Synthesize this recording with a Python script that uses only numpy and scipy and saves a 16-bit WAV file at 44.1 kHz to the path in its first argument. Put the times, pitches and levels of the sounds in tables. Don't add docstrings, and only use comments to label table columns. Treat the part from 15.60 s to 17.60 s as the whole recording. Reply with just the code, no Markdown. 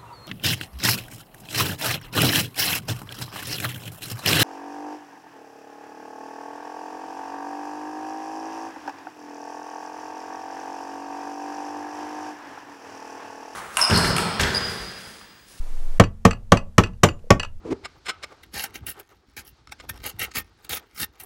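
import sys
import numpy as np
from scipy import signal
from scipy.fft import rfft, irfft
from scipy.io import wavfile
from scipy.ndimage import uniform_filter1d

SR = 44100
rng = np.random.default_rng(int(sys.argv[2]) if len(sys.argv) > 2 else 0)


def persist_wave(psi):
    counts = np.round(np.clip(psi, -1, 1) * 32767).astype(np.int16)
    wavfile.write(sys.argv[1], SR, np.atleast_2d(counts).T)


N = 88200
STRIKE_SAMPLES = SR // 2


def amp(db):
    return 10 ** (np.asarray(db) / 20)


def read(points, hz):
    f, value = np.transpose(points)
    return np.interp(np.log(hz + 1), np.log(f + 1), value)


def add(mix, s, sound):
    part = mix[max(round(s * SR), 0):][:len(sound)]
    part += sound[:len(part)]


def noise(points, size):
    hz = np.fft.rfftfreq(size, 1 / SR)
    spectrum = rfft(rng.standard_normal(size)) * amp(read(points, hz))
    x = irfft(spectrum, size)
    return x / x.std()


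def fade(x, t60_of, hold_s, count=12):
    age = np.maximum(np.arange(len(x)) / SR - hold_s, 0)
    centres = np.geomspace(50, 16000, count)
    hz = np.fft.rfftfreq(len(x), 1 / SR)
    spectrum = rfft(x)
    out = np.zeros(len(x))
    for f, share in zip(centres, np.eye(count)):
        band = irfft(spectrum * read(np.c_[centres, share], hz), len(x))
        out += band * amp(-60 * age / t60_of(f))
    return out


DETUNE = 0.0053


def ring(modes, rise_s):
    t = np.arange(STRIKE_SAMPLES) / SR
    out = np.zeros(STRIKE_SAMPLES)
    for k, (hz, db, t60) in enumerate(modes):
        detuned_hz = hz * (1 + DETUNE * rng.standard_normal())
        out += (-1) ** k * amp(db - 60 * t / t60) * np.sin(2 * np.pi * detuned_hz * t)
    return out * np.minimum(t / rise_s, 1)


def cluster(modes, rise_s, count):
    return sum(ring(modes, rise_s) for _ in range(count)) / count


T60_SLOPE = 0.45


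def burst(colour, rise_s, hold_s, t60_s):
    x = fade(noise(colour, STRIKE_SAMPLES), lambda hz: t60_s * (hz / 1000) ** -T60_SLOPE, hold_s)
    rise = np.minimum(np.arange(len(x)) / SR / rise_s, 1)
    return x * rise ** 2


BOOST_DB = 15.5
AIR_DB, AIR_FADE_S = -22, 0.0071

# f/Hz, relative density/dB
AIR_SPECTRUM = [(3, 15), (9, 32), (15, 43.5), (22, 8.5), (35, 1), (55, 9), (100, -7.5), (250, -11),
                (600, -11), (1200, -16.5), (3000, -23.5), (7000, -25.5), (10000, -27.5), (15000, -34)]


def room_tone():
    t = np.arange(N) / SR
    ends = np.minimum(np.minimum(t, t[::-1]) / AIR_FADE_S, 1)
    return amp(AIR_DB - BOOST_DB) * noise(AIR_SPECTRUM, N) * ends


HUM_HZ, HUM_DB, HUM_FADE_DB_PER_S = 221, -54.5, 6


def low_ring():
    age = np.maximum(np.arange(N) / SR - BLOW_TABLE[0][0], 0)
    return amp(HUM_DB - HUM_FADE_DB_PER_S * age) * np.sqrt(2) * np.sin(2 * np.pi * HUM_HZ * age)


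# f/Hz, T60/s
ROOM_DECAY = [(60, 0.71), (200, 0.2767), (600, 0.2943), (2000, 0.1368), (7000, 0.1076), (15000, 0.12)]
# f/Hz, relative level/dB
ROOM_SPECTRUM = [(40, -9), (120, -10), (400, -11), (1000, -10.5), (2200, -2), (4300, -2.5), (7000, -2.5),
                 (10000, -5), (15000, 1)]
ROOM_DELAY_S = 0.007


def workshop(x):
    tail = fade(noise(ROOM_SPECTRUM, STRIKE_SAMPLES), lambda hz: read(ROOM_DECAY, hz), 0)
    tail /= np.linalg.norm(tail)
    out = np.zeros(len(x))
    add(out, ROOM_DELAY_S, signal.fftconvolve(x, tail))
    return out


CASING_RISE_S = 0.0024

# t/s, level/dB
GRIP_BUMPS = [(1.640, -45), (1.669, -47)]
# f/Hz, relative level/dB, T60/s
GRIP_MODES = [(400, -4, 0.029), (485, 5, .05), (640, -5.5, .04)]


def hand():
    out = np.zeros(N)
    for s, db in GRIP_BUMPS:
        add(out, s, amp(db) * ring(GRIP_MODES, CASING_RISE_S))
    return out


TICK_DB, TICK_RISE_S, TICK_HOLD_S, TICK_T60_S = -25, 0.0007, 0.0048, 0.025
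LOOSE_RISE_S = 0.001

# t/s, level/dB, level of the tick within the clink/dB
CLINK_TABLE = [(0.4378, -2.5, -0.5), (0.7084, 1, -1), (0.7301, -15.5, 5.5), (0.769, -38, -9),
               (0.9711, -1, 0), (0.9892, -20.5, -2), (1.2358, 0.5, -0.5), (1.2596, -20.5, 3),
               (1.270, -21, 3.5), (1.333, -34.5, -8.5), (1.4865, -3, -3), (1.591, -44.5, 8),
               (1.7967, 2.5, -1), (1.8299, -5, 1), (1.8468, -14.5, 4.5)]
# f/Hz, relative density/dB
TICK_SPECTRUM = [(200, -9.5), (1400, 9), (2150, -6), (2750, 8.5), (3400, -7.5), (4700, -4.5), (6700, -19),
                 (7900, -9.5), (9300, -26.5), (15000, -36)]
# f/Hz, relative level/dB, T60/s
LOOSE_MODES = [(1258, -23.5, 0.021), (1529, -27.5, 0.0093), (1705, -32, 0.086), (1980, -35, 0.12),
               (2580, -24, 0.055), (2750, -29.5, .02), (2819, -22, 0.049), (4556, -35.5, 0.067),
               (5990, -30.5, 0.04), (7400, -39, 0.056), (10380, -41.5, 0.025)]


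def loose_part():
    out = np.zeros(N)
    for s, db, tick_db in CLINK_TABLE:
        tick = amp(TICK_DB + tick_db) * burst(TICK_SPECTRUM, TICK_RISE_S, TICK_HOLD_S, TICK_T60_S)
        add(out, s, amp(db) * (tick + cluster(LOOSE_MODES, LOOSE_RISE_S, count=2)))
    return out


PUSH_DB, PUSH_HZ, PUSH_DELAY_S = -2, 139, 0.00665


def push():
    t = np.arange(SR // 10) / SR
    u = (np.pi * PUSH_HZ * (t - PUSH_DELAY_S)) ** 2
    return amp(PUSH_DB) * (2 * u - 1) * np.exp(-u)


# f/Hz, relative level/dB, T60/s
BENCH_MODES = [(62, -16, .13), (96, -7, .135), (120, -13, .11), (145, -12, .1), (184, -6, .095),
               (255, -10, .085), (312, -17, .06)]
# f/Hz, relative level/dB, T60/s
ROCKING_MODES = [(32, -32, 1), (51, -43.5, 0.26), (77, -33, 1)]


def bench():
    return ring(BENCH_MODES + ROCKING_MODES, rise_s=0.001)


# f/Hz, relative level/dB, T60/s
SHAFT_MODES = [(2826, -39, .22), (7060, -33, .2), (7220, -19, .05)]


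def shaft():
    return cluster(SHAFT_MODES, CASING_RISE_S, count=4)


CASING_DB, WALL_T60_S = 3, 0.05

# f/Hz, relative level/dB, T60/s
CASING_MODES = [(397.4, -5, 0.023), (463.6, -10, .075), (561.2, -5.5, 0.047), (671.6, -14.5, 0.076),
                (831, -7, 0.043), (1045, -14.5, .05), (1143, -5, 0.046), (1262, -18.5, 0.051),
                (1532, -20.5, 0.075), (1712, -25.5, 0.018), (1835, -13, 0.046), (2280, -24, .05),
                (2340, -26, 0.045), (2820, -23.5, 0.013), (3224, -26.5, 0.053)]


def casing(wall_hz, wall_db):
    return amp(CASING_DB) * ring(CASING_MODES + [(wall_hz, wall_db, WALL_T60_S)], CASING_RISE_S)


CRACK_DB, CRACK_RISE_S, CRACK_T60_S = -5.5, 0.0017, 0.077

# f/Hz, relative density/dB
CRACK_SPECTRUM = [(60, -4.5), (300, 0.5), (1100, -4), (1600, -9.5), (3000, -10), (4300, -19), (5900, -16),
                  (7500, -18), (9500, -28), (12000, -26.5), (16000, -44.5)]


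def crack(level_db, hold_s):
    return amp(CRACK_DB + level_db) * burst(CRACK_SPECTRUM, CRACK_RISE_S, hold_s, CRACK_T60_S)


CONTACT_DB, CONTACT_HOLD_S, CONTACT_T60_S = -16.5, 0.0031, 0.0027

# f/Hz, relative density/dB
CONTACT_SPECTRUM = [(300, -6), (1200, -5.5), (3000, -1), (4400, -11), (5900, 12.5), (6600, 1.5),
                    (8500, -20.5), (11500, -22.5), (16000, -19.5)]


def contact():
    return amp(CONTACT_DB) * burst(CONTACT_SPECTRUM, CRACK_RISE_S, CONTACT_HOLD_S, CONTACT_T60_S)


BENCH_DELAY_S, ROOM_DB = 0.0022, -12

# t/s, level/dB, bench thump level/dB, crack level/dB, crack hold t/s,
# struck wall f/Hz, wall level/dB, shaft level/dB, room level/dB (all parts relative)
BLOW_TABLE = [(0.3972, 0.5, 1, 1.5, 0.0019, 1130, -14, -10, -6),
              (0.6504, -1.5, 1, -2, 0.0036, 1264, -16, -20, 0),
              (0.9193, 0.5, -1.5, -1.5, 0.0018, 1220, -9, -27, -1),
              (1.1806, -1, 1, 0.5, 0.0027, 1300, -5.5, -12.5, 0),
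              (1.4329, -1.5, -4.5, 1, 0.0079, 1208, -10, 6, -1),
              (1.704, -0.5, 0, 1, 0.0016, 1119, -0.5, -11, -1.5)]


def mallet():
    out = np.zeros(N)
    for s, db, thump_db, crack_db, crack_s, wall_hz, wall_db, shaft_db, room_db in BLOW_TABLE:
        blow = contact() + crack(crack_db, crack_s)
        blow += casing(wall_hz, wall_db)
        blow += amp(shaft_db) * shaft()
        add(blow, 0, amp(thump_db) * push())
        add(blow, BENCH_DELAY_S, amp(thump_db) * bench())
        reverberation = amp(ROOM_DB + room_db) * workshop(blow)
        add(out, s, amp(db) * (blow + reverberation))
    return out


CLINK_ROOM_DB = -12


def scene():
    clinks = loose_part()
    background = room_tone() + low_ring() + hand()
    return (background + clinks + amp(CLINK_ROOM_DB) * workshop(clinks) + mallet())[None]


TARGET_DB, RECOVER_DB_PER_S, LOOK_AHEAD_S = -7, 6, 0.013
CEILING, KNEE = 0.98, 5
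EDGE_HZ = 15500


def record(dry):
    power = uniform_filter1d(dry[0] ** 2, 2 * round(LOOK_AHEAD_S * SR) + 1)
    level_db = 10 * np.log10(abs(power) + 1e-12)
    fall_db = np.arange(N) / SR * RECOVER_DB_PER_S
    held_db = np.maximum.accumulate(level_db + fall_db) - fall_db
    gain_db = np.clip(TARGET_DB - held_db, 0, BOOST_DB)
    x = dry * amp(uniform_filter1d(gain_db, size=128))
    x = x / (1 + abs(x / CEILING) ** KNEE) ** (1 / KNEE)
    low_pass = signal.firwin(255, EDGE_HZ, window=("kaiser", 8), fs=SR)
    return signal.oaconvolve(x, low_pass[None], "same")


dry = scene()
out = record(dry)
persist_wave(out)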